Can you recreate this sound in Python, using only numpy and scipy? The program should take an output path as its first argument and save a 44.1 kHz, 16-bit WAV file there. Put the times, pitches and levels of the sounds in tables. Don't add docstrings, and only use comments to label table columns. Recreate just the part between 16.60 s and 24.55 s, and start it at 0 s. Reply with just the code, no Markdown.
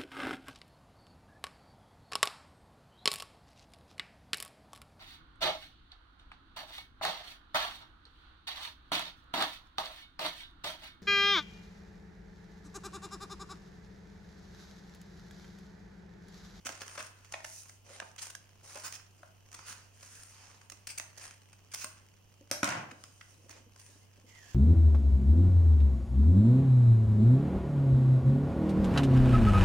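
import sys
import numpy as np
from scipy import signal
from scipy.fft import rfft, irfft
from scipy.io import wavfile

SR = 44100
rng = np.random.default_rng(int(sys.argv[2]) if len(sys.argv) > 2 else 0)


def dump(signal):
    limited = np.clip(np.atleast_2d(signal).T, -1, 1)
    pcm = np.round(limited * 32767).astype(np.int16)
    wavfile.write(sys.argv[1], SR, pcm)


N = 350448
TIME = np.arange(N) / SR
CRUNCH_RING_S = 0.0014
BOTH_WAYS = np.array([[1], [-1]])


def from_db(db):
    return 10 ** (np.asarray(db) / 20)


def rms_one(x):
    return x / np.sqrt(np.mean(x ** 2) + 1e-20)


def at_hz(points, hz):
    f, value = np.transpose(points)
    return np.interp(np.log(np.maximum(hz, 1)), np.log(f), value)


def colour(x, spectrum, size=1024):
    magnitude = from_db(at_hz(spectrum, np.fft.rfftfreq(size, 1 / SR)))
    cepstrum = irfft(np.log(magnitude))
    cepstrum[1:size // 2] *= 2
    cepstrum[size // 2 + 1:] = 0
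    response = irfft(np.exp(rfft(cepstrum)))
    return signal.oaconvolve(x, response[None], axes=1)[:, :x.shape[1]]


def band(x, low_hz, high_hz):
    edges = [low_hz, min(high_hz, SR * 0.45)]
    return signal.sosfilt(signal.butter(2, edges, "band", fs=SR, output="sos"), x)


def drift(rate):
    return np.interp(TIME * rate, np.arange(4096), rng.standard_normal(4096))


def resonate(x, hz, width_hz):
    r = np.exp(-np.pi * width_hz / SR)
    poles = [1, -2 * r * np.cos(2 * np.pi * hz / SR), r * r]
    return signal.lfilter([(1 - r * r) / 2, 0, (r * r - 1) / 2], poles, x)


def join_bass(x, below_hz=450):
    high_pass = signal.butter(2, below_hz, "high", fs=SR, output="sos")
    side = signal.sosfilt(high_pass, (x[0] - x[1]) / 2)
    return x.mean(axis=0) + side * BOTH_WAYS


def add(out, sound, s):
    i = max(round(s * SR), 0)
    out[:, i:i + sound.shape[1]] += sound[:, :N - i]


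def fibres(n, grain_db, alike, lag=2):
    grain_sizes = from_db(grain_db * np.minimum(rng.exponential(1, n // 16 + 1), 5))
    sizes = grain_sizes.repeat(16)[:n]
    shared = rng.standard_normal(n + lag)
    own = rng.standard_normal((2, n))
    alike = np.clip(alike, 0, 1)
    common = np.array([shared[lag:], shared[:n]])
    return rms_one(sizes * (np.sqrt(alike) * common + np.sqrt(1 - alike) * own))


def arch(s, length):
    skew, swell = 0.58, 1.23
    progress = np.clip((TIME - s) / length, 0, 1)
    return np.abs(np.sin(np.pi * progress ** skew)) ** swell


def gliding_band(hz, width_hz):
    phase = 2 * np.pi * np.cumsum(hz) / SR
    noise = [fibres(N, grain_db=2.0, alike=0.45) for _ in range(2)]
    swell = signal.sosfilt(signal.butter(2, width_hz, fs=SR, output="sos"), noise)
    return rms_one(swell[0] * np.sin(phase) + swell[1] * np.cos(phase))


def burst(length, levels_db, hz, spectrum, grain_db, ring_s, rise_s, snap, resonance_db, size=6144):
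    catch_db, catches_per_s = 1, 170
    ripple_db = 2.5
    sheet_width_hz = 380
    length = np.clip(length, 0.001, 0.1)
    t = np.arange(size) / SR
    rise = 1 - np.exp(-t / (rise_s + length / 10))
    fall = np.exp(-np.maximum(t - length * 1.03, 0) / (ring_s + length / 10))
    catching = np.interp(t * catches_per_s, np.arange(64), rng.standard_normal(64))
    breaks = fibres(size, grain_db, alike=0.52) * rise * fall * from_db(catch_db * catching)
    breaks[:, 10] += snap
    pitches = np.geomspace(60, 15000, 72)
    rippled_db = at_hz(spectrum, pitches) + ripple_db * rng.standard_normal(len(pitches))
    sheet = join_bass(colour(breaks, np.column_stack([pitches, rippled_db])))
    sheet = sheet + from_db(resonance_db) * resonate(sheet, hz, sheet_width_hz)
    registers = [(80, 900), (900, 3800), (3800, 19000)]
    parts = [(-1) ** k * from_db(levels_db[k]) * rms_one(band(sheet, *edges))
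             for k, edges in enumerate(registers)]
    return sum(parts) * np.sqrt(length * SR / size)


def background():
    # frequency in Hz, rms level in dB before the slow swell.
    hum_partials = [(48.9, -89.5), (98.0, -63.5), (195.8, -90)]
    # frequency in Hz, level in dB before normalising.
    hiss_colour = [(25, -15.5), (40, -11.5), (56, -18), (75, -14.5), (100, -20), (140, -15), (300, -22),
                   (1050, -28), (2000, -50), (2500, -29.5), (3050, -25.5), (3700, -42), (6000, -34.5),
                   (7800, -42.5), (15500, -39)]
    hiss_db = -65.5
    sway_s = 0.00015 * drift(6)
    swell = from_db(0.9 * drift(6))
    hum = sum(np.sqrt(2) * from_db(db) * np.sin(2 * np.pi * hz * (TIME + sway_s)) for hz, db in hum_partials)
    hiss = rms_one(colour(fibres(N, grain_db=2.0, alike=0.27), hiss_colour, size=4096))
    return hum * swell + from_db(hiss_db) * hiss


def room(x):
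    # frequency in Hz, time to fall by 60 dB in seconds.
    decay_times = [(120, 0.4), (500, 0.64), (2000, 0.5), (6000, 0.38), (14000, 0.32)]
    # frequency in Hz, level in the impulse response in dB, 60 dB decay in seconds.
    standing_waves = [(114.3, -51.5, 0.5), (244, -78, 0.98), (290, -71, 0.65), (604, -41.5, 0.085)]
    gap_s, build_s = 0.004, 0.0009
    t, tail = TIME[:SR], 0
    edges = 70 * 2. ** np.arange(9)
    for hz in edges[:-1] * np.sqrt(2):
        mid, side = band(rng.standard_normal((2, SR)), hz / np.sqrt(2), hz * np.sqrt(2))
        alike = 1 / (1 + (hz / 520) ** 4)
        stereo = np.sqrt(1 + alike) * mid + np.sqrt(1 - alike) * side * BOTH_WAYS
        tail = tail + stereo * from_db(-60 * t / at_hz(decay_times, hz))
    build_up = 1 - np.exp(-np.maximum(t - gap_s, 0) / build_s)
    tail = rms_one(tail * build_up) / np.sqrt(SR)
    tail = tail + sum(from_db(db - 60 * t / t60) * np.sin(2 * np.pi * hz * t) for hz, db, t60 in standing_waves)
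    return signal.fftconvolve(x, tail, axes=1)[:, :N]


def shifting():
    # start in seconds, length in seconds, level at the arch's peak in dB.
    shifts = [(6.357, 0.3, -79), (6.74, 0.46, -72.5), (7.22, 0.77, -82)]
    # frequency in Hz, level in dB before normalising.
    rumble_colour = [(100, -25), (190, -8), (290, -3), (400, -4), (550, 0), (750, -16), (1500, -21),
                     (4000, -43)]
    rumble = join_bass(colour(fibres(N, grain_db=2.5, alike=0.75), rumble_colour))
    rumble = rms_one(rumble * from_db(5 * drift(35)))
    return rumble * sum(from_db(db) * arch(s, length) for s, length, db in shifts)


def knocks():
    # start in seconds, level in dB before the modes' own levels and the soft attack,
    # nominal lowest pitch in Hz before the random detuning.
    contacts = [(0.054, -53, 284), (0.092, -56, 292), (2.597, -69.5, 322), (4.118, -63, 297),
                (5.808, -58, 285), (6.321, -54.5, 270), (6.494, -71, 263), (6.715, -69, 300),
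                (6.78, -70.5, 296), (6.901, -61.5, 340), (6.96, -73, 321), (7.002, -64, 275),
                (7.064, -61.5, 257), (7.288, -66, 296), (7.355, -66.5, 301), (7.576, -66, 301),
                (7.641, -60.5, 259), (7.703, -76, 253), (7.862, -71, 392)]
    # frequency in Hz (only ratios to the first count), relative level in dB,
    # 60 dB decay in seconds.
    table_modes = [(293.5, 11, 0.068), (359, 7.5, 0.056), (564, 6.5, 0.07)]
    sag, settle_s = 0.16, 0.015
    out, t = np.zeros((2, N)), TIME[:SR // 4]
    elapsed = np.cumsum(1 - sag * np.exp(-t / settle_s)) / SR
    attack = 1 - np.exp(-t / 0.0045)
    for s, db, pitch_hz in contacts:
        ring = 0
        for hz, mode_db, t60 in table_modes:
            mode_hz = hz * pitch_hz / table_modes[0][0] * (1.076 + 0.033 * rng.normal())
            ring = ring + from_db(db + mode_db - 60 * t / t60) * np.sin(2 * np.pi * mode_hz * elapsed)
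        add(out, (ring * attack)[None], s)
    return out


def slide():
    # time in seconds, hiss level in dB, whistle level in dB (both before
    # the port trims), whistle pitch in Hz before its flutter.
    course = [(7.666, -65, -70, 2135), (7.687, -57.5, -68, 2050), (7.729, -61, -58.5, 2090),
              (7.81, -58.5, -58.5, 1843), (7.87, -56.5, -62, 1694), (7.914, -52.5, -59, 1690),
              (7.95, -60, -62, 1700)]
    # frequency in Hz, level in dB before normalising.
    slide_colour = [(300, -5.5), (1000, -9), (2000, -10), (3200, -3), (3900, -14), (4700, -6.5),
                    (6700, -4.5), (8000, -10.5), (15000, -23)]
    port_db = np.array([[-5], [-1.5]])
    s, hiss_db, whistle_db, hz = np.transpose(course)
    pitch_hz = np.interp(TIME, s, hz) * 2 ** (0.025 * drift(90))
    whistle = rms_one(gliding_band(pitch_hz, width_hz=105) * from_db(1.5 * drift(70)))
    hiss = rms_one(colour(fibres(N, grain_db=2.5, alike=0.24), slide_colour)) * from_db(1.8 * drift(50))
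    return sum(x * from_db(np.interp(TIME, s, db, left=-120) + port_db)
               for x, db in [(hiss, hiss_db), (whistle, whistle_db)])


def crinkling():
    per_s, spread_db = 150, 4
    sizes = from_db(spread_db * np.clip(rng.standard_normal(N), -2, 2))
    ticks = (rng.random(N) < per_s / SR) * sizes
    decay = np.exp(-1 / (CRUNCH_RING_S * SR))
    envelope = signal.lfilter([1], [1, -decay], ticks + 1e-18)
    return rms_one(envelope * fibres(N, grain_db=1.0, alike=0.73))


def rubbing():
    # start in seconds, length in seconds, level in dB,
    # brightness (treble against the level) in dB, hollow resonance in Hz, crinkles in dB re unit rms.
    strokes = [(0.045, 0.2, -54.5, -13, 1300, 2.5), (0.24, 0.31, -54.5, -1, 1292, -7.5),
               (0.555, 0.25, -64.5, -9, 1686, -5.5), (0.696, 0.2, -59.5, -12, 915, -3),
               (0.828, 0.32, -73, 23.5, 1720, -10), (1.01, 0.2, -68.5, 13, 1595, -6),
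               (1.243, 0.33, -55.5, -6, 612.6, -9.5), (1.575, 0.19, -60, 4, 1402, -1.5),
               (2.05, 0.39, -58.5, 2, 1028, -4), (2.474, 0.37, -73.5, -0.5, 1370, -3.5),
               (2.911, 0.43, -56, -6, 1352, -8), (3.329, 0.65, -63, 4.5, 1649, -6),
               (3.517, 0.21, -61, 5.5, 1900, -4), (3.685, 0.48, -60.5, -7.5, 995, -6.5),
               (4.365, 0.1, -57.5, -12, 1464, -3), (4.553, 0.25, -56.5, -3.5, 1882, -2.5),
               (6.329, 0.79, -81, 14, 1790, -6), (6.88, 0.17, -58, -21, 500, -9),
               (7.15, 0.36, -68.5, 5, 2006, -6)]
    # frequency in Hz, level in dB before normalising.
    rub_colour = [(150, -33), (350, -7), (600, -4), (1300, -1.5), (2600, -2), (3700, -9), (5200, 0),
                  (6600, 5), (7600, -0.5), (8800, 5), (10500, -2.5), (12500, -9), (15000, 1)]
    flex_share, flex_rate = 1.1, 20
    resting_db, resting_brightness_db = -74, -9.5
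    hollow_db, hollow_wander_octaves, hollow_width_hz = -7.5, 0.16, 170
    grains = colour(fibres(N, grain_db=-1.5, alike=0.33), rub_colour)
    grains = grains * from_db(0.91 * drift(70) + 1.93 * drift(21))
    flexing = sum(resonate(grains, hz, hz / 14) * np.maximum(drift(flex_rate), 0)
                  for hz in np.geomspace(580, 9000, 14))
    grains = join_bass(grains + flex_share * flexing)
    ticks = join_bass(colour(crinkling(), rub_colour))

    pushes = np.array([from_db(db) * arch(s, length) for s, length, db, *_ in strokes])
    brightness_db, hz, crinkle_db = np.transpose(strokes)[3:]
    push, leading = pushes.max(axis=0), pushes.argmax(axis=0)
    middle = np.maximum(push, from_db(resting_db))
    bright_push = (pushes * from_db(brightness_db)[:, None]).max(axis=0)
    treble = np.maximum(bright_push, from_db(resting_db + resting_brightness_db))
    crinkle_gain = from_db(crinkle_db)[leading]
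    body, edge = [0.87 * rms_one(band(grains, *edges)) + crinkle_gain * rms_one(band(ticks, *edges))
                  for edges in [(180, 4300), (3900, 12700)]]
    hollow_hz = hz[leading] * 2 ** (hollow_wander_octaves * drift(13))
    hollow = gliding_band(hollow_hz, hollow_width_hz)
    return body * middle - edge * treble + from_db(hollow_db) * hollow * push


def thumps():
    # start in seconds, level in dB before the modes' own levels,
    # tilt in dB per octave about 300 Hz.
    jolts = [(5.913, -39, -1), (6.031, -30, 0.5)]
    # frequency in Hz, relative level in dB, 60 dB decay in seconds.
    sheet_modes = [(124, -10, 0.14), (235, -11, 0.12), (286, 0, 0.11), (327, -5.5, 0.069),
                   (572, -6.5, 0.13), (1110, -17, 0.075), (1278, -0.5, 0.084), (1420, -12, 0.12)]
    out, t = np.zeros((2, N)), TIME[:SR // 2]
    for s, db, tilt_db in jolts:
        ring = 0
        for hz, mode_db, t60 in sheet_modes:
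            level_db = db + mode_db + tilt_db * np.log2(hz / 300)
            ring = ring + from_db(level_db - 60 * t / t60) * np.sin(2 * np.pi * hz * t)
        add(out, ring[None], s)
    return band(out, 105, 6000)


def twangs():
    # start in seconds, level in dB before the attack, settled pitch in Hz
    # before the waver, 60 dB decay in seconds.
    releases = [(0.092, -58, 659, 0.56), (0.378, -43.5, 615, 0.22), (0.739, -52, 656, 0.42),
                (1.303, -50.5, 600, 0.13), (2.156, -45.5, 615, 0.19), (5.242, -52, 640, 0.27),
                (5.913, -41.5, 591, 0.31)]
    sag, settle_s = 0.11, 0.013
    out, t = np.zeros((2, N)), TIME[:SR // 2]
    attack = 1 - np.exp(-t / 0.00097)
    for s, db, hz, t60 in releases:
        bend = 1 - sag * np.exp(-t / settle_s) + 0.02 * drift(63)[:len(t)]
        phase = 2 * np.pi * np.cumsum(hz * bend) / SR
        add(out, (np.sin(phase) * attack * from_db(db - 60 * t / t60))[None], s)
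    return out


def clinks():
    # start in seconds, level in dB before the modes' own levels.
    meetings = [(1.752, -60), (4.271, -60), (4.379, -59), (5.117, -61), (5.913, -45)]
    # frequency in Hz, relative level in dB before a random spread,
    # 60 dB decay in seconds.
    blade_modes = [(1647, -2, 0.26), (2700, -7, .22), (3290, -3, .25), (3900, -7, .2), (5200, 3, 0.24),
                   (6140, -4, 0.16), (6600, -3, .22), (8500, 3, .15), (9560, 1, 0.21)]
    out, t = np.zeros((2, N)), TIME[:SR // 3]
    for s, db in meetings:
        ring = 0
        for hz, mode_db, t60 in blade_modes:
            level_db = db + mode_db + 2 * rng.normal()
            cycles = hz * t + rng.random((2, 1))
            ring = ring + from_db(level_db - 60 * t / t60) * np.sin(2 * np.pi * cycles)
        add(out, ring, s)
    return out


def pops():
    # start in seconds, length in seconds, low, middle
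    # and treble levels in dB, sheet resonance in Hz, relative room send in dB, lowest pitch of the area in Hz.
    buckles = [(0.067, 0.0027, -46, -34, -38, 1410, -8.5, 190),
               (0.091, 0.0019, -44, -37.5, -42, 1310, -11.5, 170),
               (0.738, 0.0053, -40, -36.5, -54, 2220, -9, 630),
               (0.844, 0.0059, -46, -43, -43.5, 2110, -10, 680),
               (1.4, 0.0026, -44, -34.5, -47, 1560, -12.5, 554),
               (1.7502, 0.0027, -73, -41.5, -41, 1590, -14, 500),
               (2.631, 0.0034, -46.5, -59, -69, 1350, -8, 705),
               (4.3977, 0.0017, -45.5, -35.5, -36, 1600, -10, 400),
               (5.913, 0.0016, -34, -34.5, -22.5, 1540, -3.5, 196),
               (6.03, 0.0026, -33, -23.5, -33.5, 1290, -4.5, 70),
               (6.034, 0.0033, -39, -32.5, -49, 1250, -3, 90),
               (6.054, 0.0022, -47, -37, -40, 1500, -2, 200),
               (6.059, 0.089, -49.5, -48.5, -73, 1620, 1, 80),
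               (6.0757, .003, -33.5, -35, -43, 1400, -3.5, 70),
               (6.121, .005, -38.5, -40, -51, 1300, -3.5, 70),
               (6.174, 0.0058, -43, -46, -64, 1100, -1.5, 110),
               (6.61, 0.0048, -68, -47, -69, 1450, -8, 900)]
    # frequency in Hz, level in dB before the registers are normalised.
    pop_colour = [(60, -6), (130, 5), (180, -1.5), (290, 1.5), (430, -16.5), (600, -1), (850, -6.5),
                  (1300, -7.5), (2800, -6.5), (4000, -13), (6300, -1.5), (8000, -7), (12500, -16),
                  (15000, -22)]
    direct, sent = np.zeros((2, 2, N))
    hz, db = np.transpose(pop_colour)
    for s, length, low_db, middle_db, treble_db, resonance_hz, send_db, lowest_hz in buckles:
        bass_loss_db = 10 * np.log10(1 + (lowest_hz / hz) ** 6)
        spectrum = np.column_stack([hz, db - bass_loss_db])
        pop = burst(length, (low_db, middle_db, treble_db), resonance_hz, spectrum,
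                    grain_db=0.5, ring_s=0.00071, rise_s=0.0001, snap=3.6, resonance_db=3)
        add(direct, pop, s)
        add(sent, pop * from_db(send_db), s)
    return direct, sent


def crunch(length, db, brightness_db, hz):
    # frequency in Hz, level in dB before the registers are normalised.
    cut_colour = [(100, -9.5), (200, -7.5), (420, -9.5), (600, -5), (1300, -3.5), (2600, 0), (3700, -8),
                  (5200, 1), (6600, 6), (7600, -4.5), (8800, 4.5), (10300, -7), (12500, -16.5), (15000, -9)]
    body_db, body_db_per_octave = -1, 12
    low_db = db + body_db - body_db_per_octave * np.log2(hz / 1000)
    sound = burst(length, (low_db, db, db + brightness_db), hz, cut_colour,
                  grain_db=2.5, ring_s=CRUNCH_RING_S, rise_s=0.0004, snap=3.7, resonance_db=0.5)
    return sound * from_db(0.85 * rng.normal() * BOTH_WAYS)


def cuts():
    # start in seconds, length in seconds, level in dB before the common
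    # trim, brightness (treble against middle) in dB, sheet resonance in Hz.
    shears = [(0.05, 0.026, -46.5, 8, 1410), (0.218, 0.016, -49, 0, 1340), (0.38, 0.028, -43.5, -3, 1250),
              (1.417, 0.01, -50, -23, 600), (1.581, 0.015, -45, -0.5, 3220),
              (1.616, 0.019, -50.5, 12.5, 1510), (2.031, 0.033, -68, 15.5, 587),
              (2.151, 0.028, -50, -16, 860), (2.236, 0.044, -47, 8, 1250), (2.332, 0.027, -53, 9.5, 3080),
              (3.06, 0.067, -52.5, 7.5, 1320), (4.27, 0.0074, -46, 11, 1680), (4.287, 0.032, -50, 8, 2420),
              (4.377, 0.0075, -44.5, 14, 2250), (4.575, 0.0085, -62.5, 18.5, 555),
              (4.61, 0.045, -62, 11.5, 2380), (5.116, 0.008, -58, 8.5, 2440),
              (5.166, 0.049, -55, 11.5, 2600), (5.207, 0.04, -49, 7.5, 2670),
              (6.903, 0.012, -54.5, 5, 1850)]
    # start in seconds, length in seconds, level in dB before
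    # the common trim, brightness in dB.
    sharp_snaps = [(0.124, 0.0034, -52, 0), (0.207, 0.0032, -43.5, -2), (0.214, 0.003, -44.5, 1),
                   (0.2175, 0.0017, -35, -3), (0.279, 0.0017, -43, 4), (0.294, 0.0038, -51, -8),
                   (0.355, 0.0025, -42.5, -9), (0.376, 0.0054, -37, -12), (0.4, 0.0073, -45, -16),
                   (0.425, .003, -49, 7), (0.444, 0.0043, -48.5, -2), (0.463, 0.0071, -55.5, 9),
                   (0.587, .002, -72, -9), (0.646, 0.0025, -52, -2), (0.722, 0.0035, -45, 8),
                   (1.055, .008, -59, -3), (1.094, 0.0033, -51.5, 7), (1.513, .003, -61.5, 6),
                   (1.561, .003, -53.5, 4), (1.653, 0.0045, -51, 8), (1.699, 0.0056, -49.5, 8),
                   (2.144, 0.0026, -59, 5.5), (2.156, 0.0025, -49, 9), (2.174, 0.0015, -51, 11),
                   (2.196, 0.0039, -50.5, 6), (2.324, 0.0023, -45, 11), (2.396, 0.003, -51, -14.5),
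                   (2.916, .001, -52, 8), (2.928, 0.0027, -51.5, 7.5), (2.942, 0.0064, -49, 8),
                   (2.991, 0.002, -44, -12), (3.428, 0.0029, -49, 4), (4.013, 0.0036, -51.5, -8),
                   (4.099, 0.0016, -46, 10.5), (4.119, 0.0043, -49.5, 8), (4.818, .002, -59, -1),
                   (4.929, 0.0039, -54.5, 2), (5.127, 0.0022, -54, 8), (5.137, 0.007, -43, 9.5),
                   (5.1462, 0.0013, -40.5, 15.5), (5.157, .004, -49, 8), (5.244, 0.0014, -32, 5),
                   (6.0435, 0.00092, -26.5, 6), (6.0894, 0.0026, -33, 2), (6.1045, 0.002, -34, -5),
                   (6.111, 0.0014, -35, -9), (6.311, 0.0064, -45, -7.5), (6.438, 0.002, -44, 3),
                   (6.894, 0.0018, -49.5, 6), (7.16, 0.0027, -55, 3.5), (7.194, 0.0064, -61, 11)]
    snap_hz, spread_octaves = 1380, 0.11
    trim_db = -4.0
    out = np.zeros((2, N))
    for s, *settings in shears:
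        add(out, crunch(*settings), s)
    for s, length, db, brightness_db in sharp_snaps:
        hz = snap_hz * 2 ** (spread_octaves * rng.normal())
        add(out, crunch(length, db, brightness_db, hz), s)
    return from_db(trim_db) * out


def scene():
    floor = background()
    pop, pop_sent = pops()
    handling = rubbing() + slide() + knocks() + shifting()
    cutting = cuts()
    ringing = twangs() + thumps() + clinks()
    reverberation = room(from_db(-7.5) * cutting + from_db(1.5) * pop_sent + from_db(-11.0) * handling)
    return cutting + ringing + pop + handling + reverberation + floor


def record(dry):
    # frequency in Hz, left minus right level in dB.
    port_tilt = [(100, -2), (700, 1), (2500, -0.5), (4800, -1.5), (5700, -5), (6700, -10), (7600, 0),
                 (8800, 18), (10000, 8), (12000, 0), (14000, 1.5), (15500, -16)]
    cutoff_hz = 15800
    hz, tilt_db = np.transpose(port_tilt)
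    ports = []
    for k, sign in enumerate((-1, 1)):
        gain_db = 10 * np.log10(2 / (1 + from_db(sign * tilt_db) ** 2))
        ports.append(colour(dry[[k]], np.column_stack([hz, gain_db]))[0])
    return signal.sosfilt(signal.ellip(10, 0.2, 80, cutoff_hz, fs=SR, output="sos"), ports)


dry = scene()
out = record(dry)
dump(out)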